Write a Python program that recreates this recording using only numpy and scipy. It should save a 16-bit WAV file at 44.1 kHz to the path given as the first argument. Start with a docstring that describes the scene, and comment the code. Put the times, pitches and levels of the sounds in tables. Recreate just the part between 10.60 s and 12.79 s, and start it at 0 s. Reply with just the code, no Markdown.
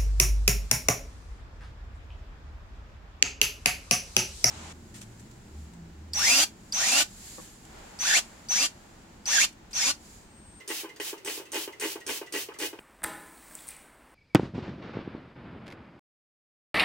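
"""A small fine-mist pump bottle sprays eight times in a bathroom, close to the microphone.
The nozzle spits as the valve opens, then hisses with broadband noise that follows the flow.
Stick-slip friction of the piston drives the bottle's resonances on the way down; the plunger
knocks back up, and the pump refills with a small slurp. Hard walls add a short
reverberation, over a quiet background."""
import sys
import numpy as np
from scipy import signal
from scipy.fft import rfft, irfft
from scipy.io import wavfile
from scipy.ndimage import uniform_filter1d

SR = 44100
rng = np.random.default_rng(int(sys.argv[2]) if len(sys.argv) > 2 else 0)


def put_to_file(sound):
    """Save the sound as 16-bit audio at rate SR, in the file named by the first command-line argument."""
    columns = np.atleast_2d(sound).T  # one column per channel
    safe = np.clip(columns, -1, 1)
    whole_steps = np.round(safe * 32767)
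    wavfile.write(sys.argv[1], SR, whole_steps.astype(np.int16))


N = 96755
T = np.arange(N) / SR
BIN_HZ = np.fft.rfftfreq(2 * N, 1 / SR)
SLIP_S = 0.0125   # from the start of a stroke to the seal's first slip

# Strokes of the pump. Each row: start and spray length in seconds, mist and spit levels in dB,
# time to the hardest push and its width in seconds, judder level in dB, spit decay in seconds,
# squelch level in dB. Levels in all tables are relative.
STROKES = [(0.0769, 0.13, -38.5, -39.5, 0.031, 0.011, -36.5, 0.042, -42.5),
           (.4000, 0.099, -38.5, -44, 0.0049, .010, -38.5, 0.029, -44),
           (0.6478, 0.13, -40.5, -39.5, 0.035, 0.019, -36.5, 0.06, -42),
           (0.9186, .120, -39, -38.5, 0.033, 0.019, -32.5, 0.022, -43),
           (1.1980, 0.13, -39.5, -38, 0.034, 0.025, -34, 0.047, -38.5),
           (1.4653, 0.11, -39, -37.5, 0.031, .017, -32.5, 0.031, -68),
           (1.7240, 0.099, -38, -38, 0.031, 0.022, -35, .030, -38.5),
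           (1.9874, 0.078, -38.5, -40, 0.033, 0.027, -34.5, 0.044, -43.5)]
# Modes of the air pocket in the pump chamber. Each row: frequency and bandwidth in Hz, level in dB.
CHAMBER_MODES = [(324, 50, -19.5), (1060, 130, -12), (1972, 102, 1), (2580, 360, -10), (2850, 340, -5)]


def mist():
    """Flow noise: one patch of the cloud hisses in proportion to the flow, with a random flutter."""
    # Spectrum of the hiss. Each row: frequency in Hz, level in dB.
    spectrum = [(100, -56), (330, -14), (700, -6.5), (1200, -8), (2000, -3.5), (3000, 2.5), (4000, -0.5),
                (6200, 0), (10000, -2.5), (15500, -2.5)]
    flow = sum(from_db(db) * spray_flow(s, length) for s, length, db, *_ in STROKES)
    flutter, flutter_db = uniform_filter1d(noise(), size=200), 1.44
    hiss = flow * from_db(-flutter_db * flutter / flutter.std()) * noise()
    return through(hiss, response(spectrum))


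def spray_flow(s, length):
    """Pressure-driven flow builds, sags with the pressure and dies as the piston bottoms out."""
    opening, rise_s, sag_db_per_s, release_db_per_s = 0.37, 0.06, 8.5, 405
    age = np.maximum(T - s, 0)
    build = (T > s) * np.minimum(opening + age / rise_s * (1 - opening), 1)
    return build * from_db(-sag_db_per_s * age - release_db_per_s * np.maximum(age - length, 0))


def nozzle():
    """Starting transient of the jet: the nozzle spits, fading as the mist forms."""
    # Spectrum of the spit. Each row: frequency in Hz, level in dB.
    spectrum = [(200, -34), (1200, -6), (3000, -23), (4800, -14), (6100, 0), (7300, -7), (8300, 5.5),
                (9500, -0.5), (10800, -11), (15500, -37)]
    spit = sum(from_db(db - 4) * burst(s, decay_s) for s, _, _, db, _, _, _, decay_s, _ in STROKES)
    return through(spit * noise(), response(spectrum))


def valve():
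    """Brief transients are broadband: a bright tick as the valve opens, a weaker at the first slip."""
    # Spectrum of the tick. Each row: frequency in Hz, level in dB.
    spectrum = [(200, -13.5), (1200, -13), (2600, -6), (4000, -7.5), (6100, 1), (7400, -3.5), (9200, 3.5),
                (10500, -5.5), (15500, -11)]
    decay_s, rise_s = 0.0013, 0.0001
    ticks = 0
    for s, _, _, db, *_ in STROKES:
        pair = burst(s, decay_s, rise_s) + from_db(-3) * burst(s + SLIP_S, decay_s, rise_s)
        ticks += from_db(db + 8.5) * pair
    return through(ticks * noise(), response(spectrum))


def piston(bottle):
    """Stick-slip friction: the seal shakes the bottle in a quickening run, most at the hardest push."""
    # Spectrum of the rubbing seal. Each row: frequency in Hz, level in dB.
    rub_spectrum = [(150, -17), (400, -6), (1200, -7), (2800, -5), (3700, -6.5), (6000, -4.5), (9000, -7),
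                    (15500, -19)]
    interval_ratio, jitter_s = 0.94, 0.00075
    delays = np.cumsum(SLIP_S * interval_ratio ** np.arange(10))
    slips, drag = 0, 0
    for s, length, _, _, peak_s, width_s, db, _, _ in STROKES:
        push = from_db(db + 8) * np.exp(-0.5 * abs((delays - peak_s) / width_s) ** 2.06)
        times = s + delays + rng.normal(0, jitter_s, len(delays))
        slips += sum(gain * burst(t, decay_s=0.0029) for t, gain in zip(times, push))
        drag += from_db(db - 21.5) * spray_flow(s, length)
    force = slips + drag
    judder = through(force * noise(), bottle)
    rub = through(force * noise(), response(rub_spectrum))
    return judder + from_db(-3.5) * rub


def bottle_ring():
    """Modal response of the bottle; a body small against the wavelength radiates little bass."""
    # Modes of the bottle and hand. Each row: frequency and bandwidth in Hz, level in dB.
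    modes = [(275, 8, -23), (333.6, 23.5, 1), (370, 50, -4), (407.4, 55, -7.5), (481, 130, -9.5),
             (796, 17, -12), (860, 60, -6), (1102, 89, -9), (1448, 200, -11.5), (2015, 144, -5),
             (2086, 79, 1), (2520, 70, -2), (2900, 67, 0), (3213, 75, -8.5)]
    bass_cut = signal.butter(3, 245, "high", fs=SR, output="sos")
    radiation = signal.sosfreqz(bass_cut, BIN_HZ, fs=SR)[1]
    return resonances(modes) * radiation


def pump_head(bottle):
    """Impact excitation: the soft finger lands with a thud; hard snaps of the head ring the bottle."""
    # Snaps of the pump head. Each row: start in seconds, level in dB.
    snaps = [(0.3998, -30.5), (0.6773, -33), (1.4965, -29), (2.189, -38)]
    landings = from_db(-43.5) * sum(burst(s, decay_s=0.0096) for s, *_ in STROKES)
    thud = through(landings * noise(), resonator(hz=374, width_hz=37))
    grit = sum(from_db(db + 6.5) * burst(s, decay_s=0.00067) for s, db in snaps) * noise()
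    return thud + through(from_db(19.5) * clicks(snaps) + grit, bottle)


def plunger(bottle):
    """Damped vibration after impact: the returning plunger knocks and rattles, and its spring clucks."""
    # Returns of the plunger. Each row: start in seconds, level in dB.
    returns = [(0.233, -40.5), (0.245, -38.5), (.529, -37), (0.776, -42), (0.798, -41), (1.076, -36),
               (1.356, -37.5), (1.614, -36.5), (1.887, -38.5), (2.13, -39.5)]
    # Spectra with which knock and rattle drive the bottle. Each row: frequency in Hz, level in dB.
    knock_spectrum = [(100, -24), (330, 1), (600, -3), (1000, -3.5), (1500, -10), (2000, -9.5), (3100, -14),
                      (4500, 1), (15000, -18)]
    rattle_spectrum = [(100, -14), (330, -8.5), (600, 0.5), (1000, -3.5), (1500, -4), (2000, -7.5),
                       (3100, -6), (4500, -19), (15000, -20)]
    knock = sum(from_db(db - 6.5) * burst(s, decay_s=0.0048) for s, db in returns) * noise()
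    knock += from_db(21.5) * clicks(returns)
    rattle = sum(from_db(db - 13.5) * burst(s, decay_s=0.041) for s, db in returns) * noise()
    cluck = sum(from_db(db - 4) * burst(s + 0.00543, decay_s=0.0079) for s, db in returns) * noise()
    spring = resonator(hz=933, width_hz=546) ** 2   # two stages in series
    return (through(knock, bottle * response(knock_spectrum))
            + through(rattle, bottle * response(rattle_spectrum))
            + through(cluck, spring))


def squelch():
    """Cavity resonance: liquid rushing out excites the chamber, most just after the hardest push."""
    lag_s, width_s = 0.0033, 0.014
    rush = sum(from_db(db) * np.exp(-0.5 * ((T - s - peak_s - lag_s) / width_s) ** 2) * (T > s)
               for s, _, _, _, peak_s, _, _, _, db in STROKES)
    return through(rush * noise(), resonances(CHAMBER_MODES))


def refill():
    """Suction draws liquid past the inlet valve; the chamber resonates and a bubble rings."""
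    # Refills of the pump. Each row: start in seconds, slurp level in dB, gurgle delay in seconds,
    # gurgle level in dB, bubble frequency in Hz.
    refills = [(.001, -52, 0.0049, -47.5, 2054), (.290, -51, 0.0036, -48.5, 2080),
               (0.36, -48.5, 0.0046, -71, 1920), (.577, -50, 0.011, -55, 2040),
               (0.853, -51, 0.0099, -55.5, 2620), (1.123, -51.5, 0.0066, -49, 2047),
               (1.402, -49.5, 0.0097, -52, 1900), (1.661, -50.5, 0.0091, -48.5, 1975),
               (1.937, -51, 0.005, -54, 2050)]
    # Spectrum of the slurp. Each row: frequency in Hz, level in dB.
    spectrum = [(200, -6), (1200, -7), (2800, 5.5), (3700, -4), (6600, 2), (7300, -4), (8400, -1.5),
                (10200, -12), (15500, -10)]
    decay_s = 0.014
    slurp, gurgle, bubble = 0, 0, 0
    for s, slurp_db, delay, db, hz in refills:
        slurp += from_db(slurp_db) * burst(s, decay_s)
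        gurgle += from_db(db - 0.5) * burst(s + delay, decay_s, rise_s=0.003)
        tone = 2 * np.sin(2 * np.pi * hz * (T - s))
        bubble += from_db(db - 2) * burst(s + delay, decay_s, rise_s=0.0024) * tone
    inlet = through(slurp * noise(), response(spectrum))
    return inlet + through(gurgle * noise(), resonances(CHAMBER_MODES)) + bubble


def grip():
    """Sliding friction: skin rubs faintly on plastic."""
    # Shifts of the fingers. Each row: start in seconds, level in dB.
    shifts = [(1.905, -50), (1.917, -46), (1.961, -48)]
    rubs = sum(from_db(db) * burst(s, decay_s=0.006) for s, db in shifts)
    return through(rubs * noise(), resonator(hz=1130, width_hz=730) ** 2)


def bathroom(x, early_db):
    """Superposition of direct sound, echoes off face and hand, wall echoes and standing waves."""
    # Standing waves of the room. Each row: frequency and bandwidth in Hz, level in dB.
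    room_modes = [(275, 5.5, -3), (314, 7.7, -2.5), (401.5, 32, 13)]
    right_lag_s, pan_db = 0.000024, 0.25
    direct = np.array([np.ones(N + 1), np.exp(-2j * np.pi * BIN_HZ * right_lag_s)])
    early = reflections(gap_s=0.001, t60_s=0.05, db=early_db)
    walls = reflections(gap_s=0.0024, t60_s=0.22, db=-6)
    paths = direct + rfft(early + walls, 2 * N) + from_db(-8) * resonances(room_modes)
    return irfft(rfft(x, 2 * N) * paths)[:, :N] * from_db([[-pan_db], [pan_db]])


def reflections(gap_s, t60_s, db):
    """Reverberation: dense echoes decay exponentially, with a given total level."""
    echoes = diffuse((T > gap_s) * from_db(-60 * T / t60_s))
    return from_db(db) * echoes / np.sqrt(np.sum(echoes ** 2) / 2)


def diffuse(envelope):
    """Diffuse field: stereo noise under an envelope, more alike in both ears in the bass."""
    # Stereo width of the room. Each row: frequency in Hz, side-to-mid ratio in dB.
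    width = [(100, -4.5), (300, -7), (700, -0.5), (1500, 1.5), (5000, 1.5), (15000, -2)]
    mid = envelope * noise()
    side = irfft(rfft(envelope * noise(), 2 * N) * at_hz(width, BIN_HZ))[:N]
    return np.array([mid + side, mid - side])


def background():
    """Stationary noise: a quiet, diffuse rush, strongest at low frequencies."""
    # Spectrum of the background. Each row: frequency in Hz, level in dB.
    spectrum = [(20, -22), (55, -8), (90, -2), (140, -2), (220, -5), (350, 5.5), (700, -6), (2000, -10.5),
                (6000, -18.5), (15500, -27)]
    return from_db(-57.5) * np.array([through(channel, response(spectrum)) for channel in diffuse(1)])


def from_db(db):
    """Decibels to amplitude ratio."""
    return 10 ** (np.asarray(db) / 20)


def at_hz(points, hz):
    """Gain of a spectrum table, interpolated over log frequency."""
    f, db = np.transpose(points)
    return from_db(np.interp(np.log(hz + 1), np.log(f), db))


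def response(points):
    """Minimum-phase response with the shape of a spectrum table."""
    cepstrum = irfft(np.log(at_hz(points, BIN_HZ)))
    cepstrum[1:N] *= 2
    cepstrum[N + 1:] = 0
    return np.exp(rfft(cepstrum))


def resonator(hz, width_hz):
    """Band-pass response of a damped oscillator."""
    z = np.exp(-2j * np.pi * BIN_HZ / SR)
    r = np.exp(-np.pi * width_hz / SR)
    poles = 1 - 2 * r * np.cos(2 * np.pi * hz / SR) * z + r * r * z * z
    return (1 - r * r) / 2 * (1 - z * z) / poles


def resonances(modes):
    """Modal superposition: modes below 600 Hz swing in step, higher ones alternate in sign."""
    return sum((1 if hz < 600 else (-1) ** k) * from_db(db) * resonator(hz, width_hz)
               for k, (hz, width_hz, db) in enumerate(modes))


def through(x, h):
    """Linear filtering by a response, keeping the power of white noise."""
    return irfft(rfft(x, 2 * N) * h / np.sqrt(np.mean(abs(h) ** 2)))[:N]


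def noise():
    """Gaussian white noise."""
    return rng.standard_normal(N)


def burst(s, decay_s, rise_s=0.00085):
    """Envelope with a quick rise and an exponential decay."""
    age = np.maximum(T - s, 0)
    return (1 - np.exp(-age / rise_s)) * np.exp(-age / decay_s)


def clicks(rows):
    """Ideal impulses. Each row: time in seconds, level in dB."""
    out = np.zeros(N)
    for s, db in rows:
        out[min(int(s * SR), N - 1)] += from_db(db)
    return out


def scene():
    """Incoherent sources add in power: cloud, liquid and body, each with its own echoes."""
    bottle, patches = bottle_ring(), 4
    cloud = sum(bathroom(mist(), early_db=2) for _ in range(patches)) / np.sqrt(patches)
    liquid = bathroom(squelch() + refill() + nozzle(), early_db=-1)
    body = bathroom(valve() + piston(bottle) + pump_head(bottle) + plunger(bottle) + grip(), early_db=0)
    return cloud + liquid + body + background()


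def record(dry):
    """Band limiting: a steep low-pass removes the treble above 16 kHz."""
    return signal.sosfilt(signal.ellip(12, 0.1, 80, 16000, fs=SR, output="sos"), dry)


dry = scene()
out = record(dry)
put_to_file(out)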